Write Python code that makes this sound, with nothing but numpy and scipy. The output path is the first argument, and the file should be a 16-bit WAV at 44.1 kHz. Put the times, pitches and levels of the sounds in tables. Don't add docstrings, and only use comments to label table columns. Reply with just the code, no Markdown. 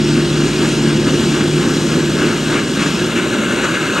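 import sys
import numpy as np
from scipy import signal
from scipy.fft import rfft, irfft
from scipy.io import wavfile
from scipy.ndimage import uniform_filter1d

SR = 44100
rng = np.random.default_rng(int(sys.argv[2]) if len(sys.argv) > 2 else 0)


def log_audio(samples):
    frames = np.atleast_2d(samples).T
    limited = np.clip(frames, -1, 1)
    pcm = np.round(limited * 32767).astype(np.int16)
    wavfile.write(sys.argv[1], SR, pcm)


N = 176400
T, HZ = np.arange(N) / SR, np.fft.rfftfreq(N, 1 / SR)

# time in seconds, hum and whine gain in dB, roar gain in dB.
ENGINE_LOAD = [(0, 4, -3.5), (.3, 1, -1), (.8, 1, 0), (1.6, 0.5, 0), (2.1, 0.5, -1), (2.75, -3, -2),
               (3.15, -4.5, -1), (3.5, -17, -1.5), (4, -24, -3)]
# cycles per engine turn, level in dB, waver in dB, change in dB per second.
HUM_TONES = [(2, -43, 6, 0), (4, -21.5, 1.6, -1), (6, -24.5, 2.6, -1.7), (8, -28.5, 3, 0)]
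# frequency in Hz, strength in dB.
ROAR_COLOUR = [(15, -48), (30, -55), (50, -21), (80, -17.5), (115, -11.5), (165, -4.5), (230, 0), (280, -2),
               (365, 0), (410, -7), (460, -12), (590, -15.5), (700, -26), (1000, -30), (2000, -34),
               (6000, -78)]


def exhaust(turns):
    hum = sum(tone(cycles * turns, db + change * T, waver) for cycles, db, waver, change in HUM_TONES)
    throb = 1 + 0.18 * np.cos(2 * np.pi * 3 * turns)
    roar = colour(throb * rng.standard_normal(N), ROAR_COLOUR)
    return hum * amp(curve(ENGINE_LOAD, column=1)) + roar * amp(curve(ENGINE_LOAD, column=2) - 17)


# cycles per pump turn, level in dB, waver in dB, change in dB per second.
PUMP_TONES = [(1, -34.5, -0.5, -2.5), (2, -34, 0.5, -1.3)]
PUMP_RATIO, WHINE_RATIO = 1.516, 9.198


def pump(turns):
    drone = sum(tone(cycles * PUMP_RATIO * turns, db + change * T, waver)
                for cycles, db, waver, change in PUMP_TONES)
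    whine = tone(WHINE_RATIO * turns, db=-26.5, waver_db=1.5)
    return drone + whine * amp(curve(ENGINE_LOAD))


# frequency in Hz, strength in dB.
CLATTER_COLOUR = [(200, -25), (700, -1.5), (1050, -1), (1600, 2), (1900, -3), (2450, -1.5), (2850, 3),
                  (3150, -0.5), (3400, 1.5), (3650, -5), (3950, 0), (4400, -5.5), (5000, -13.5), (5600, -9),
                  (6400, -5), (8200, -9), (9500, -19), (11800, -24.5), (13500, -43), (15000, -48)]
HISS_COLOUR = [(2500, -15), (4100, -5), (4700, -2), (5400, 0), (6200, -9), (9000, -41)]
# time in seconds, level in dB.
CLATTER_LOUDNESS = [(0, -25.5), (.45, -25), (.62, -23), (1, -26), (1.2, -23), (1.55, -25.5), (1.8, -24.5),
                    (2, -26), (2.9, -25.5), (3.15, -27.5), (3.6, -27), (4, -28)]
HISS_LOUDNESS = [(0, -31.5), (.6, -32.5), (1.8, -33), (2.05, -36), (2.4, -35), (2.65, -35.5), (2.85, -33),
                 (3.02, -32), (3.2, -50), (4, -60)]


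def clatter():
    knocks = colour(gusty(rng.standard_normal(N), patchy_db=1.3), CLATTER_COLOUR)
    hiss = colour(gusty(rng.standard_normal(N), patchy_db=1.5), HISS_COLOUR)
    flicker = amp(0.55 * drift(rate_hz=61))
    return (knocks * amp(curve(CLATTER_LOUDNESS)) + hiss * amp(curve(HISS_LOUDNESS))) * flicker


# time of the peak in seconds, length in seconds, spray in dB, gulp in dB.
NOZZLE_GUSHES = [(0.16, 0.25, -30, -19.5), (0.44, 0.1, -28.5, -20), (0.634, 0.14, -28, -21.5),
                 (0.884, 0.17, -26, -23), (1.08, 0.079, -25.5, -18.5), (1.37, 0.15, -25.5, -29),
                 (1.653, 0.22, -25.5, -16.5), (1.956, 0.14, -24, -14.5), (2.246, 0.2, -23, -14.5),
                 (2.549, 0.12, -20, -22.5), (2.838, 0.14, -20, -17.5), (3.33, 0.15, -27, -21),
                 (3.521, 0.076, -23.5, -18.5), (3.64, 0.12, -20.5, -30), (3.76, 0.067, -24, -31),
                 (3.843, 0.066, -24.5, -23), (3.98, 0.1, -21, -39)]
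# time in seconds, level in dB.
JET_LOUDNESS = [(0, -34), (1, -46), (2.05, -31.5), (2.35, -27), (2.72, -29.5), (3.05, -25), (3.4, -23.5),
                (3.6, -22.5), (4, -22)]
# frequency in Hz, strength in dB.
GULP_COLOUR = [(60, -45), (130, -4), (210, 7.5), (330, 7.5), (480, -7), (900, -49)]
SPRAY_COLOUR = [(150, -34), (400, -7), (600, 0), (740, -10), (950, -6), (1200, 0.5), (1400, 1), (1620, 2),
                (1900, -9), (2230, -5), (2420, -9.5), (2750, -5), (3150, -12), (4000, -12), (5000, -22),
                (6400, -17), (8200, -22), (9800, -31), (12000, -48), (15000, -70)]
HOLLOW_JET_COLOUR = [(200, -26), (420, -4), (590, 1), (710, -16), (1000, -8.5), (1200, -5), (1400, 1),
                     (1590, 1.5), (1740, -3), (1900, -14), (2080, -5.5), (2240, -4.5), (2380, -12),
                     (2550, -6), (2730, -2), (2950, -6.5), (3150, -16), (3850, -9), (4350, -16),
                     (5000, -27.5), (6400, -15.5), (8200, -22), (9800, -33.5), (12000, -31), (15000, -58)]


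def nozzle():
    gulp = colour(rng.standard_normal(N), GULP_COLOUR)
    sputter = unit(amp(2.2 * np.tanh(drift(rate_hz=30))))
    spray = rasp(SPRAY_COLOUR) * sputter
    out = rasp(HOLLOW_JET_COLOUR) * amp(curve(JET_LOUDNESS))
    for peak, length, spray_db, gulp_db in NOZZLE_GUSHES:
        width = length * np.where(T < peak, 0.51, 0.49)
        swell = np.exp(-abs((T - peak) / width) ** 2.4)
        out += swell * (spray * amp(spray_db) + gulp * amp(gulp_db))
    return out


def rasp(spectrum):
    flutter = amp(drift(rate_hz=165))
    return colour(gusty(rng.standard_normal(N) * flutter, patchy_db=1.76), spectrum)


# start in seconds, hold in seconds, level in dB, brightness in dB per octave.
AIR_SPITS = [(0.642, 0.02, -26.5, -2), (1.396, 0.021, -23, -4), (2.222, 0.018, -29, -1),
             (2.518, 0.076, -24, -4), (2.797, 0.037, -24, 2), (3.151, 0.053, -22, -0.5),
             (3.625, 0.025, -22, 0), (3.737, 0.02, -24, -3)]
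# frequency in Hz, strength in dB.
AIR_SPIT_COLOUR = [(300, -25), (900, -11), (1500, 0.5), (1950, -6), (2800, -1), (3400, -17), (5000, -18),
                   (7000, -14), (10000, -30), (15000, -50)]
SPIT_RISE_S, SPIT_FADE_S = 0.011, 0.0058


def spits():
    out = np.zeros(N)
    for start, hold, db, brightness in AIR_SPITS:
        age = T - start
        rise = np.clip(age / SPIT_RISE_S, 0, 1)
        fade = np.exp(-np.maximum(age - hold, 0) / SPIT_FADE_S)
        spectrum = [(hz, level + brightness * np.log2(hz)) for hz, level in AIR_SPIT_COLOUR]
        out += amp(db) * rise * fade * colour(rng.standard_normal(N), spectrum)
    return out


# time in seconds, level in dB.
SPLATTER_LOUDNESS = [(0, -44), (.62, -34), (1, -40), (1.15, -34), (1.5, -36), (1.75, -33), (2.3, -35),
                     (2.65, -36), (2.85, -33.5), (3.4, -37.5), (4, -36)]
# frequency in Hz, strength in dB.
SPLATTER_COLOUR = [(500, -28), (1500, -16), (3000, 3), (5000, -2), (7500, -1), (10000, -14.5), (12500, -15),
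                   (15000, -33)]
DROPS_PER_S, DROP_SPREAD_DB = 2500, 2.2


def splatter():
    size = amp(DROP_SPREAD_DB * np.minimum(rng.exponential(1, N), 5))
    sign = rng.choice([-1, 1], N)
    lands = rng.random(N) < DROPS_PER_S / SR
    return amp(curve(SPLATTER_LOUDNESS)) * colour(size * sign * lands, SPLATTER_COLOUR)


def gusty(x, patchy_db):
    grid = signal.stft(x, nperseg=512, noverlap=384)[2]
    patches = uniform_filter1d(rng.standard_normal(grid.shape), 8, axis=0)
    patches = uniform_filter1d(patches, 16, axis=1)
    return signal.istft(grid * amp(patchy_db * unit(patches)), nperseg=512, noverlap=384)[1][:N]


# frequency in Hz, left minus right in dB.
LEFT_LOUDER = [(60, 0.5), (320, -1), (500, 0.5), (740, 1), (1700, 2), (2600, 4.5), (3300, -0.5), (4000, -1),
               (4700, -1), (5700, 2), (6400, -1), (7500, 5.5), (9200, 3.5), (11500, -1.5), (14500, -1)]
# frequency in Hz, the left side's lead in radians.
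LEFT_LEAD = [(0, -0.66), (780, 0.3), (1030, -0.22), (1890, -0.49), (2410, -0.75), (2670, -0.016),
             (3270, -0.31), (3700, -0.1), (4130, -0.91), (6200, -0.17), (7320, 1), (8350, -0.4),
             (9220, 0.0), (10900, -0.3), (11500, -0.0), (14200, 0.1)]
# frequency in Hz, likeness from 0 to 1.
LIKENESS = [(60, 0.96), (150, 0.98), (370, 1), (920, 0.94), (2300, 1), (3500, 0.93), (4700, 1), (5600, 1),
            (6400, 1), (9000, 0.93), (14000, 0.99)]


def microphones(x):
    t = T[:SR // 8]
    echo = unit(rng.standard_normal(len(t)) * np.exp(-t / 0.0093)) / np.sqrt(len(t))
    alike = across(LIKENESS)
    side = rfft(echo, N) * np.sqrt((1 - alike) / (1 + alike))
    lean = amp(across(LEFT_LOUDER) / 2) * np.exp(.5j * across(LEFT_LEAD))
    return irfft(rfft(x) * np.array([(1 + side) * lean, (1 - side) / lean]), N)


def tone(cycles, db, waver_db, waver_hz=4.9):
    phase = 2 * np.pi * (cycles + rng.random()) + 0.075 * waver_db * drift(waver_hz)
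    return amp(db) * unit(amp(waver_db * drift(waver_hz)) * np.sin(phase))


def drift(rate_hz):
    return unit(irfft(rfft(rng.standard_normal(N)) * (HZ > 0) / (1 + (HZ / rate_hz) ** 4), N))


def colour(x, spectrum):
    return unit(irfft(rfft(x) * amp(across(spectrum)), N))


def across(table):
    hz, value = np.transpose(table)
    return np.interp(np.log(HZ + 1), np.log(hz + 1), value)


def curve(table, column=1):
    columns = np.transpose(table)
    return np.interp(T, columns[0], columns[column])


def amp(db):
    return 10 ** (np.asarray(db) / 20)


def unit(x):
    return x / np.sqrt(np.mean(x ** 2) + 1e-20)


# time in seconds, turns per second.
ENGINE_SPEED = [(0, 37.45), (.6, 37.25), (1.05, 37.25), (1.55, 37.62), (2.1, 37.5), (2.8, 37.9),
                (3.15, 39.15), (4, 39.1)]


def scene():
    turns = np.cumsum(curve(ENGINE_SPEED)) / SR
    return microphones(exhaust(turns) + pump(turns) + clatter() + nozzle() + spits() + splatter())


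def record(dry):
    treble_cut = signal.firwin(255, 14500, window=("kaiser", 9), fs=SR)
    return signal.oaconvolve(dry, treble_cut[None], "same")


dry = scene()
out = record(dry)
log_audio(out)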